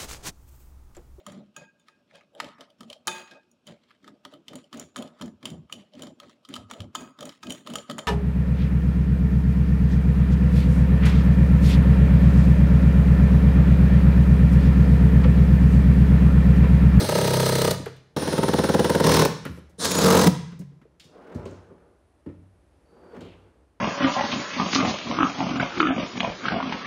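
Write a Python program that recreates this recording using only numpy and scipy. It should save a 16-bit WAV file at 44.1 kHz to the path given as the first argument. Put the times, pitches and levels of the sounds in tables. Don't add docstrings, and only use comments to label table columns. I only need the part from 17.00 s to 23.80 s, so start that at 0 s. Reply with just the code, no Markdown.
import sys
import numpy as np
from scipy import signal
from scipy.fft import rfft, irfft, next_fast_len
from scipy.io import wavfile
from scipy.ndimage import uniform_filter1d, map_coordinates

SR = 44100
rng = np.random.default_rng(int(sys.argv[2]) if len(sys.argv) > 2 else 0)


def generate_wav(signal):
    frames = np.transpose(np.atleast_2d(signal))
    scaled = np.clip(frames, -1, 1) * 32767
    pcm = np.round(scaled).astype(np.int16)
    wavfile.write(sys.argv[1], SR, pcm)


def to_linear_factor(level_db):
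    exponent = np.asarray(level_db, float) / 20
    return 10 ** exponent


N = 299880
T = np.arange(N) / SR

# (start [s], end [s])
VIEWS = [
    (0, 1.1635),
    (1.1635, 2.777),
    (2.777, 3.985),
    (3.985, 6.8),
]
# (frequency [Hz], density [dB per Hz])
AIR_SPECTRUM = [(15, -63), (25, -32), (58, 5.5), (96, -8.5), (212, -19.5), (303, -12), (545, -19),
                (588, -15), (635, -19.5), (1200, -27), (3080, -38), (8530, -46), (11000, -45), (14300, -65),
                (22000, -120)]
# (frequency [Hz], time to fall 60 dB [s])
DECAY_TIMES = [(80, 1), (300, 0.32), (2000, 0.65), (6000, 0.6), (14000, 0.26)]

# (time [s], rumble level [dB])
ROLLING = [
    [(4.02, -64), (4.09, -60.5), (4.17, -47), (4.25, -47.5), (4.33, -43), (4.45, -45), (4.6, -52),
     (4.92, -60), (5.05, -81.5)],
    [(5.85, -70), (5.93, -56), (6.1, -49.5), (6.16, -43), (6.33, -57.5), (6.45, -57), (6.65, -71)],
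]
# (frequency [Hz], density [dB per Hz])
RUMBLE_SPECTRUM = [(47, -36.5), (80, -12), (144, -45), (179, 2.5), (222, -11.5), (305, -8), (444, -2.5),
                   (746, -14), (1510, -20.5), (2500, -75), (3250, -40), (5500, -120)]
# (frequency [Hz], density [dB per Hz])
BALL_SPECTRUM = [(700, -25), (1500, 5.5), (3000, -8), (6000, -20), (12000, -31)]
FULL_ROLL_DB = -44
HISS_DB, HISS_GROWS = -57.5, 1.48

# (start [s], end [s], end pitch over start pitch [ratio])
MOTOR_STAGES = [
    (0, .74, .999),
    (1.158, 2.03, .998),
    (2.03, 2.21, .968),
    (2.785, 2.87, .878),
    (2.79, 2.83, 1.048),
    (2.89, 3.02, .995),
    (3.01, 3.25, .99),
]
# (start pitch [Hz], width [Hz], level [dB])
MOTOR_TONES = [
    [(8618, 14, -49), (9900, 90, -48), (4140, 80, -45.5), (4900, 60, -50), (9277, 15, -58),
     (6280, 90, -49.5)],
    [(9665, 30, -47.5), (8940, 70, -53.5), (9285, 15, -70)],
    [(8740, 120, -45), (5180, 120, -41)],
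    [(9350, 36, -39.5)],
    [(9300, 40, -49.5)],
    [(6920, 70, -36), (10330, 250, -44), (8620, 70, -46)],
    [(5130, 120, -41), (6380, 90, -39)],
]
# (time [s], length [s], start pitch [Hz], level [dB])
SCRAPE_EVENTS = [
    (2.47, .13, 11000, -68),
    (6.215, .13, 3100, -63),
    (4.46, .12, 6000, -71),
]
SCRAPE_FALL, SCRAPE_WIDTH = .84, .4
# (time [s], length [s], start pitch [Hz], end pitch [Hz], level [dB])
SINGING_TONES = [
    (5.853, .193, 4530, 4640, -81),
    (6.03, .182, 4640, 4420, -79),
    (4, 2.8, 8500, 8620, -93),
    (3.985, 2.015, 10400, 10440, -92),
]
SINGING_WIDTH_HZ = 200

# (frequency [Hz], width [Hz], level [dB])
CABINET_MODES = [(63.6, 5.8, 15.5), (95.4, 7.7, 17.5), (178, 22, 7), (260, 37, -0.5), (300, 17, 1),
                 (444, 180, -4.5), (586, 120, -4.5), (1030, 220, -10.5)]
# (time [s], thud level [dB], thud pitch [Hz], crack level [dB])
DULL_BUMPS = [(.012, -7, 170, -67), (0.792, -20, 189, -68.5), (.819, -50, 400, -54), (2.4913, -24, 92, -46),
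              (2.572, -39, 256, -44), (3.257, -2.5, 160, -71), (3.279, -15, 165, -71.5),
              (3.518, -33.5, 170, -42), (3.711, -46, 149, -61), (3.814, -45.5, 200, -50),
              (3.8493, -47, 350, -64.5), (4.7123, -40, 450, -66), (5.2599, -27, 260, -48.5),
              (5.2884, -39.5, 300, -51)]
BUMP_CRACK_HZ, BUMP_CLICK_DB = 1400, -19.5
# (time [s], thud level [dB], thud pitch [Hz], crack level [dB], crack pitch [Hz])
STEEL_TAPS = [(0.8589, -24.5, 365, -27.5, 1390), (0.964, -69, 300, -48.5, 3000),
              (2.4515, -25.5, 223, -23.5, 1480), (2.695, -56, 300, -58, 6500),
              (2.7785, -32.5, 187, -57, 4196), (3.5917, -27.5, 150.3, -46, 6000),
              (3.6103, -29.5, 137, -50, 2000), (3.9972, -59, 197.5, -39, 3230),
              (4.041, -50, 201, -47, 4010), (4.345, -25.5, 189, -47.5, 5000),
              (4.4543, -24.5, 430, -39.5, 2650), (4.5103, -34, 449, -50, 1200),
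              (6.1659, -34, 260, -61, 1200), (6.2071, -32, 282, -42.5, 2860), (6.25, -38, 400, -53, 2690)]
# (crack pitch [Hz], click over crack [dB])
TOOL_CLICKS = [(1500, -6.5), (6500, 1)]
# (crack pitch [Hz], click over crack [dB])
CABINET_CLICKS = [(1200, 3.5), (5000, -9)]

# (first blow [s], period [s], blows [count])
BLOW_RUNS = [
    [(.001, .039, 2), (.086, .0315, 2), (.149, .0286, 1), (.1785, .0309, 17), (.706, .03, 1)],
    [(1.1635, .0535, 4), (1.3765, .05175, 13), (2.038, .026, 1), (2.0635, .02508, 7), (2.248, .03, 1)],
    [(2.844, .063, 2), (2.945, .035, 2), (3.010, .024, 2), (3.0555, .02195, 8), (3.233, .031, 2)],
]
# (time [s], blow into wood [dB], motor level [dB])
EFFORT = [
    [(0, -29, -36.5), (.1, -17, -38), (.27, -18, -35), (.55, -16.5, -37), (.68, -15, -37),
     (.72, -22, -42.5), (.75, -37.5, -44)],
    [(1.1635, -24.5, -40), (1.28, -21.5, -40), (1.4, -17, -41), (2.02, -15, -41), (2.05, -13, -33.5),
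     (2.12, -13.5, -31), (2.22, -12.5, -32.5), (2.262, -19.5, -39.5), (2.29, -17, -60)],
    [(2.78, -44, -67), (2.8, -34.5, -38.5), (2.86, -32, -29), (2.89, -30, -34.5), (3.0, -20.5, -33.5),
     (3.05, -15, -35), (3.15, -13.5, -33), (3.27, -16, -37), (3.31, -22.5, -54)],
]
# (frequency [Hz], width [Hz], level [dB])
BOARD_MODES = [
    [(160, 56, -5.5), (258, 110, -15), (385, 64, -3), (460, 80, -1), (640, 110, -7), (826, 180, -8),
     (942, 210, -10), (1262, 61, -10), (1894, 330, -22.5), (2860, 880, -26.5)],
    [(164.5, 45, 5.5), (260, 22, -12), (344.7, 56, 2.5), (513, 87, 2.5), (664, 95, -4.5), (810, 170, -5.5),
     (1110, 150, -6), (1290, 210, -10), (1950, 640, -19.5), (2730, 790, -23.5)],
    [(170, 46, 2), (260, 26, -11.5), (360, 120, -4.5), (468, 100, -1), (710, 100, -8), (895, 200, -10),
     (1200, 200, -19.5), (1266, 290, -9), (1763, 690, -20)],
]
# (frequency [Hz], width [Hz], level [dB])
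PANEL_MODES = [
    [(130.87, 1.84, 10), (97, 2.9, 3), (63.84, 8, -8), (185.9, 11, -4)],
    [(76, 11, 5), (176.9, 5.7, 4)],
    [(170.05, 2.6, -4), (1028, 1.7, -6), (90, 10, -4.5), (140, 4.2, 4.5)],
]
# (bite [dB], thump [dB], rebound [dB])
BLOW_FORCES = [
    (-6, 0, -13.5),
    (-6.5, -2, -4),
    (-4, -4.5, -9.5),
]
# (bite lag [s], thump lag [s], rebound lag [s], shudder length [s], tightening [per s])
BLOW_TIMING = [
    (.001, .0065, .0112, .014, .04),
    (0, .0118, .0162, .013, .22),
    (.002, .009, .0135, .017, .1),
]
BITE_DIRECTION = [1, -1, -1]
# (start level [dB], growth [dB per s])
SHUDDER_GROWTH = [
    (0, 2),
    (0.5, 3),
    (1.5, 4),
]
# (frequency [Hz], density [dB per Hz])
RATTLE_SPECTRUM = [(500, -17.5), (1000, -0.5), (2000, -1), (3000, -2), (4500, 0.5), (7000, -4),
                   (10000, -3.5), (12000, -10), (15000, -7), (16500, -7.5)]
# (start level [dB], growth [dB per s], share of the blow [ratio], share of the motor [ratio])
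RATTLE_CONTROL = [
    (-45.5, 11, 0.16, .4),
    (-53.5, 14, .1, 1),
    (-36, -1, 0.36, 0.13),
]
# (frequency [Hz], density [dB per Hz])
WHIRR_SPECTRA = [
    [(880, -27), (1500, -8.5), (2060, -8), (2740, -17.5), (3310, -9), (4240, -3.5), (4730, -9), (6310, -10),
     (7030, -21.5), (8830, -8), (9100, -27), (10200, -16), (16000, -22.5)],
    [(880, -20.5), (1500, -4.5), (1760, -5.5), (2370, -8.5), (2940, -9), (4240, -3.5), (4640, -9),
     (5380, -3.5), (8160, -20.5), (9650, -13.5), (10100, -17.5), (14900, -27.5), (16000, -31)],
    [(880, -32.5), (1500, -1), (1790, -4.5), (2440, -19.5), (3840, 3), (4640, -1.5), (6630, -1), (8830, -9),
     (9190, -12.5), (10100, -9), (11500, -13.5), (14300, -27.5), (16000, -26.5)],
]
# (level over motor [dB], share of the blow [ratio])
DRONE_CONTROL = [
    (9, -.1),
    (10.5, -.1),
    (17.5, .62),
]
FULL_BLOW_DB, FULL_MOTOR_DB = -16, -36
FRESH_CHANCE = .3


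def unit(x):
    return x / np.sqrt(np.mean(x ** 2) + 1e-20)


def along(points, hz):
    f, v = np.transpose(points)
    return np.interp(np.log(hz + 1), np.log(f + 1), v)


def gains(rows):
    s, *columns = np.transpose(rows)
    inside = (T >= s[0]) & (T < s[-1])
    return [to_linear_factor(np.interp(T, s, column)) * inside for column in columns]


def filtered(x, response):
    n = np.shape(x)[-1]
    m = next_fast_len(n + SR)
    return irfft(rfft(x, m) * response(np.fft.rfftfreq(m, 1 / SR)), m)[..., :n]


def body(x, modes):
    def response(f):
        total = 0
        for k, (centre, width, db) in enumerate(sorted(modes)):
            damping = 1j * f * width
            total = total + (-1) ** k * to_linear_factor(db) * damping / (centre * centre - f * f + damping)
        return total
    return filtered(x, response)


def band(x, hz, width):
    return unit(filtered(x, lambda f: (1j * f * hz / (hz * hz - f * f + 1j * width * f * hz)) ** 2))


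def noise(spectrum):
    return unit(filtered(rng.standard_normal(N), lambda hz: to_linear_factor(along(spectrum, hz))))


def wobble(rate):
    return map_coordinates(rng.standard_normal(int(N * rate / SR) + 4), [T * rate])


def add(track, s, sound):
    part = track[round(s * SR):][:len(sound)]
    part += sound[:len(part)]


def air():
    return to_linear_factor(-58.5 + 1.7 * wobble(1.6)) * noise(AIR_SPECTRUM)


def room(x, wet_db):
    hz, t, z = signal.stft(rng.standard_normal(SR), SR, nperseg=256)
    decay = to_linear_factor(-60 * t / along(DECAY_TIMES, hz)[:, None])
    tail = signal.istft(z * decay, SR, nperseg=256)[1]
    tail = np.pad(tail / np.linalg.norm(tail), (300, 0))
    return x + to_linear_factor(wet_db) * signal.fftconvolve(x, tail)[:N]


def slides():
    drawers = []
    for drawer in ROLLING:
        rows = [(s, db, HISS_DB + HISS_GROWS * (db - FULL_ROLL_DB)) for s, db in drawer]
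        drawers.append(gains(rows))
    rumble_gain, hiss_gain = [sum(pair) for pair in zip(*drawers)]
    rumble = unit(to_linear_factor(1.8 * wobble(45)) * noise(RUMBLE_SPECTRUM))
    hiss = unit(to_linear_factor(3.4 * wobble(120)) * noise(BALL_SPECTRUM))
    return to_linear_factor(-1.0) * rumble_gain * rumble + to_linear_factor(-2.0) * hiss_gain * hiss


def whine_rows():
    rows = []
    for (t0, t1, glide), tones in zip(MOTOR_STAGES, MOTOR_TONES):
        rows += [(t0, t1, hz, glide * hz, width, db) for hz, width, db in tones]
    for s, length, hz, db in SCRAPE_EVENTS:
        rows.append((s, s + length, hz, SCRAPE_FALL * hz, SCRAPE_WIDTH * hz, db))
    for s, length, hz0, hz1, db in SINGING_TONES:
        rows.append((s, s + length, hz0, hz1, SINGING_WIDTH_HZ, db))
    return rows


def whines():
    out = np.zeros(N)
    for t0, t1, hz0, hz1, width, db in whine_rows():
        n = round((t1 - t0) * SR)
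        knots = np.tile(np.arange(n) * width / SR, (2, 1))
        rows = np.repeat([[0], [1]], n, 1)
        pitch_drift, level_drift = map_coordinates(rng.standard_normal((2, 1500)), [rows, knots])
        phase = 2 * np.pi * np.cumsum(np.linspace(hz0, hz1, n) + .5 * width * pitch_drift) / SR
        level = to_linear_factor(db + 3 + 3.1 * level_drift) * signal.windows.tukey(n, .06)
        add(out, t0, level * np.sin(phase))
    return out


def contacts(click):
    bumps = [(s, crack, thud, crack + BUMP_CLICK_DB, BUMP_CRACK_HZ, low)
             for s, thud, low, crack in DULL_BUMPS]
    taps = [(s, crack, thud, crack + along(click, hz), hz, low)
            for s, thud, low, crack, hz in STEEL_TAPS]
    return sorted(bumps + taps)


def knocks(shot, modes, click, top_hz):
    thuds, cracks, clicks = np.zeros((3, N))
    t = T[:SR // 8]
    for s, crack_db, thud_db, click_db, hz, low_hz in contacts(click):
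        if shot[round(s * SR)]:
            grit, pad = rng.standard_normal((2, len(t)))
            thud_level = to_linear_factor(thud_db + 3.5 - 60 * t / 0.091) * (1 - np.exp(-t * low_hz / 0.44))
            crack_level = to_linear_factor(crack_db - 8.0 - 60 * t / 0.12) * (1 - np.exp(-t / 0.0017))
            add(thuds, s, thud_level * band(pad, low_hz, width=1.2))
            add(cracks, s, crack_level * band(grit, hz, width=1.0))
            add(clicks, s, to_linear_factor(click_db - 5 - 60 * t / 0.017) * (1 - np.exp(-t / .001)))
    click_noise = noise([(4000, -40), (6500, 0), (top_hz, -1.5), (1.1 * top_hz, -22)])
    return body(thuds, modes) + cracks + clicks * click_noise


def layers(screw):
    s, blow, motor = np.transpose(EFFORT[screw])
    start_db, growth, of_blow, of_motor = RATTLE_CONTROL[screw]
    drone_db, share = DRONE_CONTROL[screw]
    extra_blow = blow - FULL_BLOW_DB
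    rattle = start_db + growth * (s - s[0]) + of_blow * extra_blow + of_motor * (motor - FULL_MOTOR_DB)
    drone = motor + drone_db + share * extra_blow
    return gains(np.transpose([s, blow, rattle, motor, drone]))


def hammer(screw):
    *lags, length, tighten = BLOW_TIMING[screw]
    times = [s + k * period for s, period, count in BLOW_RUNS[screw] for k in range(count)]
    swell = np.hanning(round(length * SR)) ** 0.33
    push = np.hanning(round(0.0015 * SR))
    habit = rng.standard_normal(SR // 20)
    start_db, growth = SHUDDER_GROWTH[screw]
    signs = (BITE_DIRECTION[screw], 1, 1)
    shudder, thump, gate = np.zeros((3, N))
    for s, luck in zip(times, rng.standard_normal((len(times), SR // 20))):
        elapsed = s - times[0]
        quicker = np.arange(len(swell)) * (1 + tighten * elapsed)
        motion = habit[quicker.astype(int)] + FRESH_CHANCE * luck[:len(swell)]
        add(shudder, s, swell * motion * to_linear_factor(0.45 * luck[-1] + start_db + growth * elapsed))
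        for lag, db, sign in zip(lags, BLOW_FORCES[screw], signs):
            add(thump, s + lag, sign * to_linear_factor(db + .7 * luck[-3]) * push)
        add(gate, s, swell * to_linear_factor(2 * luck[-2]))
    return shudder, thump, gate


def driver(screw):
    wood, rattle, whirr, drone = layers(screw)
    shudder, thump, gate = hammer(screw)
    on = wood > 0
    pace = np.sqrt(np.abs(uniform_filter1d(gate ** 2, SR // 10)) / np.mean(gate[on] ** 2) + 0.059)
    stiff_shudder = filtered(shudder, lambda f: 1j * f / (450 + 1j * f))
    force = (stiff_shudder + thump) / pace
    shaking = rng.standard_normal(N)
    modes = BOARD_MODES[screw] + PANEL_MODES[screw]
    blows, even, shake, steady = body([force * wood, force, drone * shaking, shaking], modes)
    chatter = gate / pace * to_linear_factor(3.0 * wobble(600)) * noise(RATTLE_SPECTRUM)
    hiss = whirr * to_linear_factor(1.5 * wobble(60)) * noise(WHIRR_SPECTRA[screw])
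    wooden = to_linear_factor(-3.5) * blows / even[on].std() + to_linear_factor(-3.0) * shake / steady.std()
    return wooden + to_linear_factor(8) * rattle * chatter / chatter[on].std() + to_linear_factor(3.5) * hiss


def scene():
    steady = whines() + slides()
    out = air()
    for k, ((t0, t1), wet_db) in enumerate(zip(VIEWS, [-10.5, -9.5, -12.5, -5.5])):
        shot = (T >= t0) & (T < t1)
        if k < len(BLOW_RUNS):
            modes = BOARD_MODES[k] + PANEL_MODES[k]
            near = driver(k) + knocks(shot, modes, TOOL_CLICKS, top_hz=15000)
        else:
            near = knocks(shot, CABINET_MODES, CABINET_CLICKS, top_hz=8500)
        out = out + shot * room(shot * steady + near, wet_db)
    return out[None]


def roll_off(x):
    return signal.sosfilt(signal.butter(12, 16500, fs=SR, output="sos"), x)


def record(dry):
    def response(f):
        bass_loss = (1j * f / (34 + 1j * f)) ** 4
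        return bass_loss * np.clip((15950 - f) / 250, 0, 1) ** 2
    x = filtered(dry[0], response)[None]
    x = x / (1 + np.abs(x / .68) ** 4) ** (1 / 4)
    return roll_off(x)


dry = scene()
out = record(dry)
generate_wav(out)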